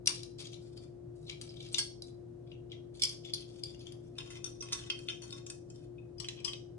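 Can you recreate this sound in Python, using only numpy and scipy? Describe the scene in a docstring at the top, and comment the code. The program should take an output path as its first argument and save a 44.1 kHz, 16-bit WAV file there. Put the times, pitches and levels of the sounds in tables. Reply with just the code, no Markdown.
"""Plastic measuring cups and then a ring of plastic measuring spoons knock, clack and slide in the hands,
close to the microphone above a steel bowl. Each knock is a burst of tiny touches that sets decaying tones
ringing; sliding and fingertips send tiny slips or hiss through the same kind of tones.
A small kitchen rings briefly after them, a refrigerator hums in steady tones, and the air is shaped noise."""
import sys
import numpy as np
from scipy import signal
from scipy.fft import rfft, irfft, next_fast_len
from scipy.io import wavfile

SR = 44100
rng = np.random.default_rng(int(sys.argv[2]) if len(sys.argv) > 2 else 0)


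def materialize(psi):
    """Save the field psi as 16-bit PCM at rate SR to the path in sys.argv[1].

    A 1-D psi becomes a single channel; in a 2-D psi each row is a channel.
    """
    bounded = np.clip(np.atleast_2d(psi).T, -1, 1)
    quanta = np.round(bounded * 32767).astype(np.int16)
    wavfile.write(sys.argv[1], SR, quanta)


N = 298998

# Refrigerator compressor, mains and fan tones: pitch_hz, level_db, left_over_right_db
REFRIGERATOR_TONES = [(46.9, -81, 16.5), (58.6, -78, 0.5), (67.3, -81.5, -2.5), (93.8, -69.5, -0.5),
                      (113, -68.5, -1), (119.7, -55.5, -2.5), (125.5, -69.5, 0), (351.4, -51, 17),
                      (494, -75, 7.5), (535, -80, -4), (586.6, -73, 1.5), (643, -87.5, 0.5),
                      (701, -74, -18)]
# Steady air noise, its balance over pitch: pitch_hz, density_db (relative, per Hz)
AIR_BALANCE = [(15, -44), (55, -8), (110, -11.5), (148, -0.5), (195, -16), (300, -8.5), (400, -16.5),
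               (480, -17.5), (620, -22), (900, -33.5), (1500, -39.5), (2200, -47), (6000, -50),
               (11000, -53.5)]
# How alike the air noise is on both sides: pitch_hz, likeness (1 = the same)
AIR_LIKENESS = [(50, 1), (160, 0.93), (300, 0.9), (600, 0.68), (1500, 0.067), (8000, 0.078)]
# Side the air noise leans to: pitch_hz, left_over_right_db
AIR_LEAN = [(100, 2.5), (260, 2), (370, -2), (480, 3), (750, -2.5), (1200, 0.5)]
# Time the kitchen takes to fade by 60 dB: pitch_hz, fade_s
KITCHEN_FADE = [(800, 0.16), (2500, 0.29), (5500, 0.36), (10000, 0.28)]
# Strength of the kitchen's tail: pitch_hz, tail_db (relative to the sound sent into the room)
KITCHEN_STRENGTH = [(800, 6.5), (2500, -3.5), (5500, -5.5), (10000, -6.5)]
# Fingertips shifting their grip on the plastic: start_s, end_s, level_db
GRIPS = [(0.559, 0.894, -69.5), (1.126, 1.759, -79), (3.382, 4.21, -78.5), (4.153, 5.46, -75),
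         (5.66, 5.878, -74.5)]
# Plastic sliding on plastic: start_s, end_s, level_db (relative), brightness_db_per_octave
SLIDES = [(0.084, 0.207, -55, -2), (0.376, 0.483, -51.5, -0.5), (0.512, 0.576, -63, 1.5),
          (1.143, 1.27, -76.5, 16.5), (1.259, 1.339, -53, -7.5), (1.411, 1.705, -59.5, -2),
          (1.707, 1.804, -51.5, 6), (2.024, 2.103, -66.5, 5.5), (2.46, 2.533, -73, -17.5),
          (2.69, 2.743, -60, -23.5), (2.935, 3.021, -59, 3.5), (3.041, 3.158, -56, 5),
          (3.233, 3.311, -56, -10), (3.35, 3.453, -57, -5), (3.453, 3.611, -65, 1.5),
          (3.642, 3.757, -62, -3), (3.784, 3.902, -61, -3), (4.148, 4.189, -65.5, -1.5),
          (4.201, 4.307, -61, -1), (4.294, 4.395, -56, -4.5), (4.452, 4.585, -72, 6),
          (4.628, 4.727, -60, -8), (4.762, 4.888, -54, -3), (4.937, 5.055, -68, 14),
          (5.221, 5.403, -61.5, 2), (6.358, 6.428, -57, -17.5)]
# Cups knocking together: start_s, level_db (relative), pitch_hz (strongest ring),
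# focus_db_per_octave (low = broad crack, high = hollow tock), chatter_s, left_over_right_db
CUP_KNOCKS = [(0.0595, -38.5, 5800, 5.8, 0.0041, 3), (0.0722, -21.5, 5900, 11.5, 0.00053, 4),
              (0.0753, -20.5, 5800, 3.9, 0.0018, 15.5), (0.088, -31.5, 5800, 6.8, 0.0093, 6),
              (0.094, -44, 1290, 10.4, 0.003, -4.5), (0.109, -47, 5400, 6, .003, 5),
              (0.146, -44.5, 5400, 4.8, 0.0034, -5), (0.2323, -42, 5130, 6.5, 0.0025, 9),
              (0.396, -50.5, 4680, 1.7, 0.0016, 15), (0.406, -47, 4970, 4.4, 0.0027, 7),
              (0.423, -49.5, 4550, 4.9, .0024, 9), (0.452, -45.5, 3730, 9.5, 0.004, 10),
              (0.4705, -46.5, 4360, 12, 0.0016, 1), (0.532, -48.5, 3500, 14, 0.0015, 10),
              (0.5425, -48.5, 3980, 12, 0.0014, 20), (0.7755, -50, 5130, 13.4, 0.0018, 6.5),
              (1.2971, -38.5, 2980, 11, 0.00028, 5), (1.2995, -42, 4000, 21, 0.00077, 20),
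              (1.4135, -41, 9800, 1.7, 0.0064, 6), (1.492, -48.5, 5120, 39, 0.0063, -4),
              (1.5687, -51, 3630, 30, 0.0043, 16.5), (1.605, -43.5, 3550, 16, 0.0026, 2.5),
              (1.6265, -54, 5800, 6.9, 0.0044, 11.5), (1.7293, -45.5, 8800, 29, 0.0027, 1),
              (1.7451, -26.5, 3770, 12.4, 0.00016, 19), (1.7462, -34.5, 3250, 9.2, 0.00029, 0.5),
              (1.7840, -24, 5170, 3.7, 0.0026, -1), (1.7905, -26, 4760, 2.8, 0.0028, 2),
              (1.802, -32, 5900, 9.6, 0.0026, -3.5), (1.811, -35.5, 5400, 12, 0.018, 2),
              (2.0214, -41.5, 5560, 12.5, 0.00061, 0), (2.5174, -50.5, 2937, 20, 0.00053, 7),
              (2.7186, -44, 3250, 18, 0.00071, 7), (2.9965, -47.5, 5160, 8, 0.008, 3),
              (3.0205, -23.5, 5300, 10.2, 0.0061, -4.5), (3.0305, -36, 3220, 13, .005, 3),
              (3.0355, -22, 5380, 9.8, 0.0036, 6), (3.041, -29.5, 5200, 4, 0.0033, -16),
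              (3.0505, -28, 5150, 15, 0.0036, 8), (3.075, -43, 5040, 8.5, .004, -20),
              (3.092, -38, 5400, 7, 0.004, 1), (3.2487, -43.5, 3590, 18, 0.0049, 8),
              (3.275, -55.5, 4200, 15, 0.00085, 28), (3.3035, -50.5, 3300, 19, 0.0014, -18),
              (3.3368, -28, 5200, 12.4, 0.00092, 2), (3.3425, -36.5, 5530, 12, 0.0051, 11),
              (3.358, -59, 3430, 20, 0.008, -4), (3.6363, -33.5, 5240, 15, 0.0016, 8),
              (3.8685, -45, 3220, 11.5, 0.0029, 16), (3.9226, -51.5, 5000, 0.88, 0.0013, 8.5)]
# Spoons clacking on their ring: start_s, level_db (relative), pitch_hz, focus_db_per_octave,
# chatter_s, left_over_right_db
SPOON_KNOCKS = [(4.1838, -39.5, 3550, 9, 0.0047, 4), (4.2032, -46.5, 2820, 28, 0.0016, 2),
                (4.303, -50, 3170, 1.36, 0.03, 3), (4.4432, -36.5, 6150, 10.1, 0.0023, 8),
                (4.461, -47, 5950, 6.1, 0.005, 2), (4.6068, -41, 5830, 21.5, 0.0063, -1),
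                (4.6241, -44.5, 5200, 3.3, 0.0041, 9.5), (4.687, -52.5, 3400, 6.2, 0.0016, 1),
                (4.7240, -36.5, 6500, 3, 0.0029, -1), (4.7305, -31.5, 6800, 6.7, 0.0016, -0.5),
                (4.738, -41, 5800, 7.4, 0.0027, -16), (4.7485, -47, 3200, 2.3, 0.001, 6),
                (4.9005, -31.5, 3240, 16.4, 0.0014, 1), (4.904, -38.5, 2800, 22, .003, -6),
                (4.9025, -41.5, 4700, 24, 0.005, 14), (4.99, -51.5, 5050, 3.9, 0.0032, 1),
                (5.0862, -34.5, 3220, 16.7, 0.0035, 3), (5.098, -38.5, 3370, 14.7, 0.0042, 7),
                (5.2195, -49.5, 6700, 3.8, 0.025, 8), (5.3066, -50.5, 5100, 13, 0.0087, 11),
                (5.326, -43, 3800, 11, 0.0037, 2.5), (5.38, -55.5, 4300, 4.8, 0.0019, 8),
                (5.4654, -46.5, 7800, 7.4, 0.0041, 5), (5.5005, -42, 8130, 6.2, 0.0038, 1),
                (5.7011, -56, 7700, 7.6, 0.0057, 1.5), (5.7592, -61.5, 5760, 10.3, 0.0025, 6),
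                (5.9824, -59.5, 2560, 40, 0.0058, 6), (6.183, -52.5, 5180, 22, 0.0031, 9.5),
                (6.2005, -38.5, 5340, 9.3, 0.0039, 13), (6.2455, -44.5, 3060, 13, 0.003, -1),
                (6.2858, -38, 4170, 9.5, 0.0022, -2.5), (6.289, -45.5, 2640, 34, 0.0049, 4),
                (6.401, -63, 4970, 5.8, 0.0038, 6), (6.4475, -30.5, 5100, 11.7, 0.0061, 16),
                (6.4775, -37, 3160, 16, 0.0093, 6), (6.484, -46.5, 4800, 11, 0.0029, -8),
                (6.5342, -41.5, 3600, 16, 0.0012, -1)]
# The five tables below list the tones (modes) that ring at each contact: mostly the plastic's own, # but the
# narrow low tone among the dangling spoons is the steel bowl ringing along. # Columns: pitch_hz, width_hz
# (before extra damping; wider dies sooner), level_db (relative) # Hand-held cups
CUP_MODES = [(1290, 47, -11.5), (1750, 40, -22), (2350, 80, -10.5), (2880, 150, -11.5), (3300, 90, -6),
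             (3650, 80, -7), (4000, 130, -1), (4510, 180, -3.5), (4892, 65, -4.5), (4870, 70, 2),
             (5400, 130, 1), (5760, 70, -3.5), (5960, 50, -1), (6700, 190, -7), (7550, 130, -2.5),
             (8400, 52, -5.5), (9060, 45, -1.5), (10040, 180, -14), (9540, 260, -14.5)]
# The whole stack of cups gripped in both hands: pitch_hz, width_hz, level_db
NESTED_MODES = [(1330, 120, -19.5), (1763, 55, -27.5), (2320, 160, -10.5), (3240, 41, -10.5),
                (3430, 183, 2.5), (4300, 150, -8.5), (4700, 150, -3), (5100, 250, -2.5), (5650, 260, -10.5),
                (6100, 60, -1), (6510, 230, -12), (7260, 130, -4), (8240, 70, -7.5), (8700, 80, -14.5),
                (9690, 95, -1), (10000, 150, -15)]
# The stack of cups let go on the counter, ringing freely: pitch_hz, width_hz, level_db
FREE_CUP_MODES = [(1629, 18, 6), (2168, 16, 5), (3253, 18, 8), (3400, 25, 3), (3800, 120, -12),
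                  (4464, 18, 15), (5090, 60, 7), (5430, 55, 12), (5920, 60, 12.5), (6260, 25, 2.5),
                  (7000, 40, -1), (7570, 99, -2), (8110, 18, 10.5), (8950, 30, -4.5), (9460, 20, 8),
                  (9800, 70, -7)]
# Spoons dangling from their ring: pitch_hz, width_hz, level_db
SPOON_MODES = [(1112, 12, -1), (1414, 150, -8), (1704, 110, -7), (2073, 120, -6), (2563, 26, 6),
               (2750, 98, -2), (3157, 100, 4), (3600, 100, 7.5), (4370, 130, 2), (4960, 130, -2.5),
               (5300, 58, 5), (5800, 89, 5.5), (6400, 44, -3.5), (6800, 70, -3), (7220, 39, 1),
               (7980, 80, -7), (8670, 36, 4.5), (9160, 39, -10.5), (9340, 52, -6.5), (9500, 67, -5)]
# Spoons gathered in the fingers and sorted: pitch_hz, width_hz, level_db
SORTED_MODES = [(1120, 250, -11), (1940, 44, -20), (2130, 62, -9), (2560, 22, 3.5), (3070, 58, -2),
                (3250, 150, 6), (3970, 105, -3), (4410, 110, -0.5), (4970, 59, 9.5), (5600, 180, -4),
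                (5600, 120, 6.5), (5890, 66, -19), (6170, 45, -15), (6940, 50, -14), (7400, 110, -13),
                (7880, 44, 0), (9850, 160, -17), (10070, 95, -12)]
# Edges of the low, body, bright and top bands: edge_hz
BAND_EDGES = [800, 2200, 4200, 6600, 12500]
# Time during which the cups stand free on the counter: start_s, end_s
CUPS_FREE_S = (1.76, 2.0)

NESTED_FROM_S, SPOONS_FROM_S, SORTED_FROM_S = 2.9, 4.0, 6.1
AIR_DB = -55
TOP_EDGE_HZ = 10900
GRIP_SWELL_DB = 4

# Fingers damp a held piece; its tones change a little at every contact
HELD_DAMPING_HZ, HELD_DETUNE, HELD_SCATTER_DB = 13, .003, 4.5
# Cups pressed together rub with duller tones; the loose spoons keep their notes better
RUB_DAMPING_HZ, RUB_DETUNE, RUB_SHIFTS_HZ = 80, 0.038, 18
LOOSE_DAMPING_HZ, LOOSE_DETUNE = 24, 0.0064

# The pieces graze just before they meet; the touches within a knock are uneven
GRAZE_S, GRAZE_SHARE, GRAZE_MAX_S = .0006, .35, .0017
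TOUCH_SPREAD_DB = 1.5
# A focused knock has a stronger (dB per focus) and narrower main ring
CUP_RING_WIDTH_HZ, SPOON_RING_WIDTH_HZ = 1000, 800
RING_DB, RING_PER_FOCUS, RING_NARROWING = -9.5, 1, .05
# Sound sent all round is broader than sound sent straight to the microphone
SPREAD_FOCUS, SPREAD_RING_DB, SPREAD_DB = 0.94, -5, -1
# Knocks above this table level are near and stir the room relatively less
NEAR_DB, DRIER_DB_PER_DB = -34.5, 0.25

# Edges that catch during a slide; level relative to the slide's table level
CATCHES_PER_S, CATCH_DB, CATCH_SPREAD_DB = 32, -6, 3.5
CATCH_LOW_HZ, CATCH_HIGH_HZ, CATCH_CHATTER_S = 3000, 6400, .0009


def amp(db):
    """Turns decibels into a gain."""
    return 10 ** (np.asarray(db) / 20)


def evened(x):
    """Scales a sound to an average strength (rms) of 1."""
    return x / np.sqrt(np.mean(x ** 2) + 1e-20)


def read(points, hz):
    """Reads a table of pitch and value, with pitch on a logarithmic scale."""
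    pitch_hz, value = np.transpose(points)
    return np.interp(np.log(hz + 1), np.log(pitch_hz + 1), value)


def add(mix, start_s, sound):
    """Mixes in a stereo sound from start_s onward."""
    part = mix[:, max(round(start_s * SR), 0):][:, :sound.shape[1]]
    part += sound[:, :part.shape[1]]


def panned(db):
    """Left and right gains with the same total power; positive leans left."""
    pair = amp(np.array([db, -db]) / 2)
    return pair / np.sqrt(np.mean(pair ** 2, axis=0))


def wander(hz, size):
    """Slow random movement of rms about 1: twelve sines at up to hz added together."""
    t = np.arange(0, size + 64, 64) / SR
    slow = 0
    for speed_hz in hz * rng.uniform(.1, 1, size=12):
        slow = slow + np.sin(2 * np.pi * (speed_hz * t + rng.random()))
    return np.interp(np.arange(size) / SR, t, slow / np.sqrt(6))


def coloured(x, band_db, size):
    """Sets the balance of four softly joined bands; rms 1 on each side over the first size samples."""
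    length = next_fast_len(x.shape[1] + 256)
    hz = np.fft.rfftfreq(length, 1 / SR)
    spectrum = rfft(x, length)
    below = [1 / (1 + (hz / edge) ** 14) for edge in BAND_EDGES]
    out = 0
    for band, db in zip(np.diff(below, axis=0), band_db):
        part = irfft(spectrum * band, length)
        out = out + amp(db) * part / np.linalg.norm(part[:, :size])
    return out / np.sqrt(np.mean(out[:, :size] ** 2, axis=1, keepdims=True))


def refrigerator(waver_db=0.98, drift_turns=.03, spread_turns_per_hz=0.00057):
    """Steady tones that waver slightly; the higher ones are more out of step between the sides."""
    t = np.arange(N) / SR
    out = np.zeros((2, N))
    for hz, db, pan_db in REFRIGERATOR_TONES:
        turns = hz * t + rng.random() + drift_turns * wander(1.9, N)
        lag = np.array([[0], [spread_turns_per_hz * hz]])
        level = amp(db + waver_db * wander(4, N)) * panned(pan_db)[:, None]
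        out += np.sqrt(2) * level * np.sin(2 * np.pi * (turns - lag))
    return out


def air():
    """Soft rush of the fan and the room: shaped noise, nearly the same on both sides in the bass."""
    hz = np.fft.rfftfreq(N, 1 / SR)
    left, other = rfft(rng.standard_normal((2, N)))
    same = np.clip(read(AIR_LIKENESS, hz), -1, 1)
    pair = np.array([left, same * left + np.sqrt(1 - same ** 2) * other])
    shape = amp(read(AIR_BALANCE, hz)) * panned(read(AIR_LEAN, hz))
    return amp(AIR_DB) * evened(irfft(pair * shape, N))


def kitchen(x, first_echo_s=0.0029, build_s=0.0004, cross=0.59):
    """Many scattered echoes make the room's tail; each pitch range fades at its own speed."""
    taps = rng.standard_normal((2, SR)) * (rng.random((2, SR)) < 4000 / SR)
    hz, t, z = signal.stft(taps, SR, nperseg=256)
    onset = 1 - np.exp(-np.maximum(t - first_echo_s, 0) / build_s)
    decay = onset * amp(-60 * t / read(KITCHEN_FADE, hz)[:, None])
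    decay /= np.sqrt(np.mean(decay ** 2, axis=1, keepdims=True))
    decay *= amp(read(KITCHEN_STRENGTH, hz))[:, None]
    tail = signal.istft(z * decay, SR, nperseg=256)[1] / np.linalg.norm(taps[0])
    # the right side of the room also hears part of the left
    feed = np.array([x[0], cross * x[0] + (1 - cross) * x[1]])
    return signal.fftconvolve(feed, tail, axes=1)[:, :N]


def nearby(x, lag_s, near_db=-8, far_db=-3, fade_s=0.0023):
    """The right side hears a little later; hand, bowl and counter add quick echoes to both."""
    paths = np.zeros((2, 512))
    paths[0, 8] = 1
    paths[1, :40] = np.sinc(np.arange(40) - 8 - lag_s * SR)  # a delay by part of a sample
    for path, db in zip(paths, (near_db, far_db)):
        at = rng.integers(28, 512, size=18)
        echoes = rng.choice([-1, 1], len(at)) * np.exp(-at / SR / fade_s)
        path[at] += amp(db) * echoes / np.linalg.norm(echoes)
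    return signal.fftconvolve(x[None], paths, axes=1)


def modes_at(s):
    """The pieces in the hand at time s: cups, the gripped stack, dangling spoons, gathered spoons."""
    holds = CUP_MODES, NESTED_MODES, SPOON_MODES, SORTED_MODES
    return holds[np.searchsorted([NESTED_FROM_S, SPOONS_FROM_S, SORTED_FROM_S], s)]


def body(modes, scatter_db, detune, damping_hz, snap_db=-23):
    """Answer to one contact: a dry snap, then fading tones that start in step, with dark gaps between."""
    t = np.arange(2048) / SR
    out = amp(snap_db) * (t == 0)
    for hz, width_hz, db in modes:
        decay = np.pi * (width_hz + damping_hz)
        weight = amp(db + scatter_db * rng.standard_normal()) * 2 * decay / SR
        shifted_hz = hz * (1 + detune * rng.standard_normal())
        tone = np.exp(-decay * t) * np.cos(2 * np.pi * shifted_hz * t)
        out = out + weight * tone * np.heaviside(t, .5)  # half weight on the first sample
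    return out


def struck(s, free_damping_hz=22, free_snap_db=-16):
    """Cups let go on the counter always ring on the same notes; held pieces vary at every contact."""
    if CUPS_FREE_S[0] < s < CUPS_FREE_S[1]:
        return body(FREE_CUP_MODES, 0, 0, free_damping_hz, snap_db=free_snap_db)
    return body(modes_at(s), HELD_SCATTER_DB, HELD_DETUNE, HELD_DAMPING_HZ)


def rubbed(force, s, count=5):
    """The contact travels between a few places on the plastic, each with its own ringing tones."""
    detune, damping_hz = RUB_DETUNE, RUB_DAMPING_HZ
    if s >= SPOONS_FROM_S:
        detune, damping_hz = LOOSE_DETUNE, LOOSE_DAMPING_HZ
    sound = 0
    for _ in range(count):
        push = force * wander(RUB_SHIFTS_HZ, len(force))
        place = body(modes_at(s), HELD_SCATTER_DB, detune, damping_hz, snap_db=-14)
        sound = sound + signal.fftconvolve(push, place)
    return nearby(sound, lag_s=0.00013)


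def fingers(low_db=-10, body_db=-1, top_db=-3, pan_db=4):
    """Dry skin brushes the plastic: a fine hiss that swells and sinks with the grip."""
    out = np.zeros((2, N))
    for start, end, db in GRIPS:
        size = round((end - start) * SR)
        swell = amp(GRIP_SWELL_DB * wander(29.6, size)) * signal.windows.tukey(size, .3)
        brush = rng.standard_normal(size) * swell
        sound = coloured(rubbed(brush, start), (low_db, body_db, 0, top_db), size=size)
        add(out, start, amp(db) * panned(pan_db)[:, None] * sound)
    return out


def slides(slips_per_s=1200, pressure_db=0.5, cup_low_db=-15, spoon_low_db=-5, body_db=3.0,
           top_db=-4.0, pan_db=4, level_db=-2.0):
    """Tiny slips, a few of them crisp, under uneven hand pressure set the plastic ringing."""
    out = np.zeros((2, N))
    for start, end, db, brightness in SLIDES:
        size = max(round((end - start) * SR), 400)
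        slips = rng.choice([-1, 1], size) * (rng.random(size) < slips_per_s / SR)
        slip_db = 4.5 * np.minimum(rng.exponential(1, size), 3.5)
        pressure = amp(slip_db + pressure_db * wander(61.0, size))
        slips = slips * pressure * signal.windows.tukey(size, .3)
        # the long spoon handles sound lower than the cups
        low_db = cup_low_db if start < SPOONS_FROM_S else spoon_low_db
        tilt_db = brightness * np.log2(BAND_EDGES[3] / BAND_EDGES[2])
        band_db = (low_db, body_db - tilt_db, 0, top_db + tilt_db)
        sound = coloured(rubbed(slips, start), band_db, size=size)
        add(out, start, amp(db + level_db) * panned(pan_db)[:, None] * sound)
    return out


def catches(focus=10, pitch_per_brightness=0.028, pan_db=2.5, pan_spread_db=3):
    """Edges catch at random moments of a slide and make small ticks, higher in a brighter slide."""
    rows = []
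    for start, end, db, brightness in SLIDES:
        for _ in range(int((end - start) * CATCHES_PER_S)):
            when = start + rng.random() * (end - start)
            place = rng.random() + pitch_per_brightness * brightness
            pitch_hz = CATCH_LOW_HZ * (CATCH_HIGH_HZ / CATCH_LOW_HZ) ** place
            tick_db = db + CATCH_SPREAD_DB * rng.standard_normal()
            side_db = pan_db + pan_spread_db * rng.standard_normal()
            rows.append((when, tick_db, pitch_hz, focus, CATCH_CHATTER_S, side_db))
    return knocks(rows, ring_width_hz=140, chatter_db=7.5, low_db=-10.0, lag_s=0.00012, level_db=CATCH_DB)


def knock_colour(pitch_hz, focus, low_db):
    """Band levels fall away on both sides of the pitch; small pieces give off little bass."""
    centres = np.sqrt(np.multiply(BAND_EDGES[:-1], BAND_EDGES[1:]))
    return -focus * abs(np.log2(centres / pitch_hz)) + low_db * (centres < BAND_EDGES[1])


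def knock_force(since, chatter_s, chatter_db, touches_per_s=2500):
    """Scattered touches swell as the pieces graze and die away as they chatter, around one main hit."""
    size = len(since)
    touches = rng.standard_normal(size) * (rng.random(size) < touches_per_s / SR)
    touches *= amp(TOUCH_SPREAD_DB * (np.minimum(rng.exponential(1, size), 3) + 1.0))
    graze_s = np.clip(GRAZE_S + GRAZE_SHARE * chatter_s, 1e-4, GRAZE_MAX_S)
    grazing = .5 * np.exp(-abs(since) / graze_s)
    chattering = np.exp(-abs(since) / max(chatter_s, 1e-4))
    force = amp(chatter_db) * touches * np.where(since < 0, grazing, chattering)
    force[since == 0] = 1
    return force


def knocks(rows, ring_width_hz, chatter_db, low_db, lag_s, level_db=0):
    """The pieces meet and one ring stands out; returns the direct sound and what goes into the room."""
    direct, spread = np.zeros((2, N)), np.zeros((2, N))
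    lead = 256  # samples of grazing before the main hit
    t = np.arange(2048) / SR
    since = (np.arange(2048) - lead) / SR
    for s, db, pitch_hz, focus, chatter_s, pan_db in rows:
        force = knock_force(since, chatter_s, chatter_db)
        piece = evened(signal.fftconvolve(force, struck(s)))
        # a hollow tock rings longer and purer than a broad crack
        width_hz = ring_width_hz * np.exp(-RING_NARROWING * focus)
        ring = np.exp(-np.pi * width_hz * t) * np.sin(2 * np.pi * pitch_hz * t)
        ring = evened(signal.fftconvolve(piece, ring)[:len(piece)])
        ring *= amp(RING_DB + RING_PER_FOCUS * focus)
        beam_colour = knock_colour(pitch_hz, focus, low_db)
        beamed = coloured(nearby(piece + ring, lag_s), beam_colour, size=880)
        round_colour = knock_colour(pitch_hz, SPREAD_FOCUS * focus, low_db)
        around = coloured((piece + amp(SPREAD_RING_DB) * ring)[None], round_colour, size=880)
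        gain = amp(db + level_db) * panned(pan_db)[:, None]
        room_gain = amp(SPREAD_DB - DRIER_DB_PER_DB * max(db - NEAR_DB, 0))
        add(direct, s - lead / SR, gain * beamed)
        add(spread, s - lead / SR, gain * room_gain * around)
    return np.array([direct, spread])


def cup_knocks():
    """Cups knock together with a broad, quickly damped main ring and little bass."""
    return knocks(CUP_KNOCKS, CUP_RING_WIDTH_HZ, chatter_db=1.0, low_db=-11, lag_s=0.00014, level_db=-6.0)


def spoon_knocks():
    """Spoons clack on their ring with weaker chatter and more bass than the cups."""
    return knocks(SPOON_KNOCKS, SPOON_RING_WIDTH_HZ, chatter_db=-6.5, low_db=-2, lag_s=.00009,
                  level_db=-2.5)


def scene():
    """Cups and spoons in the kitchen, over the hum and the air."""
    background = refrigerator() + air()
    rubbing = slides() + fingers()
    direct, spread = cup_knocks() + spoon_knocks() + catches()
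    return direct + rubbing + kitchen(spread + rubbing) + background


def record(dry):
    """A low-pass filter takes away the treble above the top edge."""
    lowpass = signal.firwin(161, TOP_EDGE_HZ, window=("kaiser", 8), fs=SR)
    return signal.oaconvolve(dry, lowpass[None], "same")


dry = scene()
out = record(dry)
materialize(out)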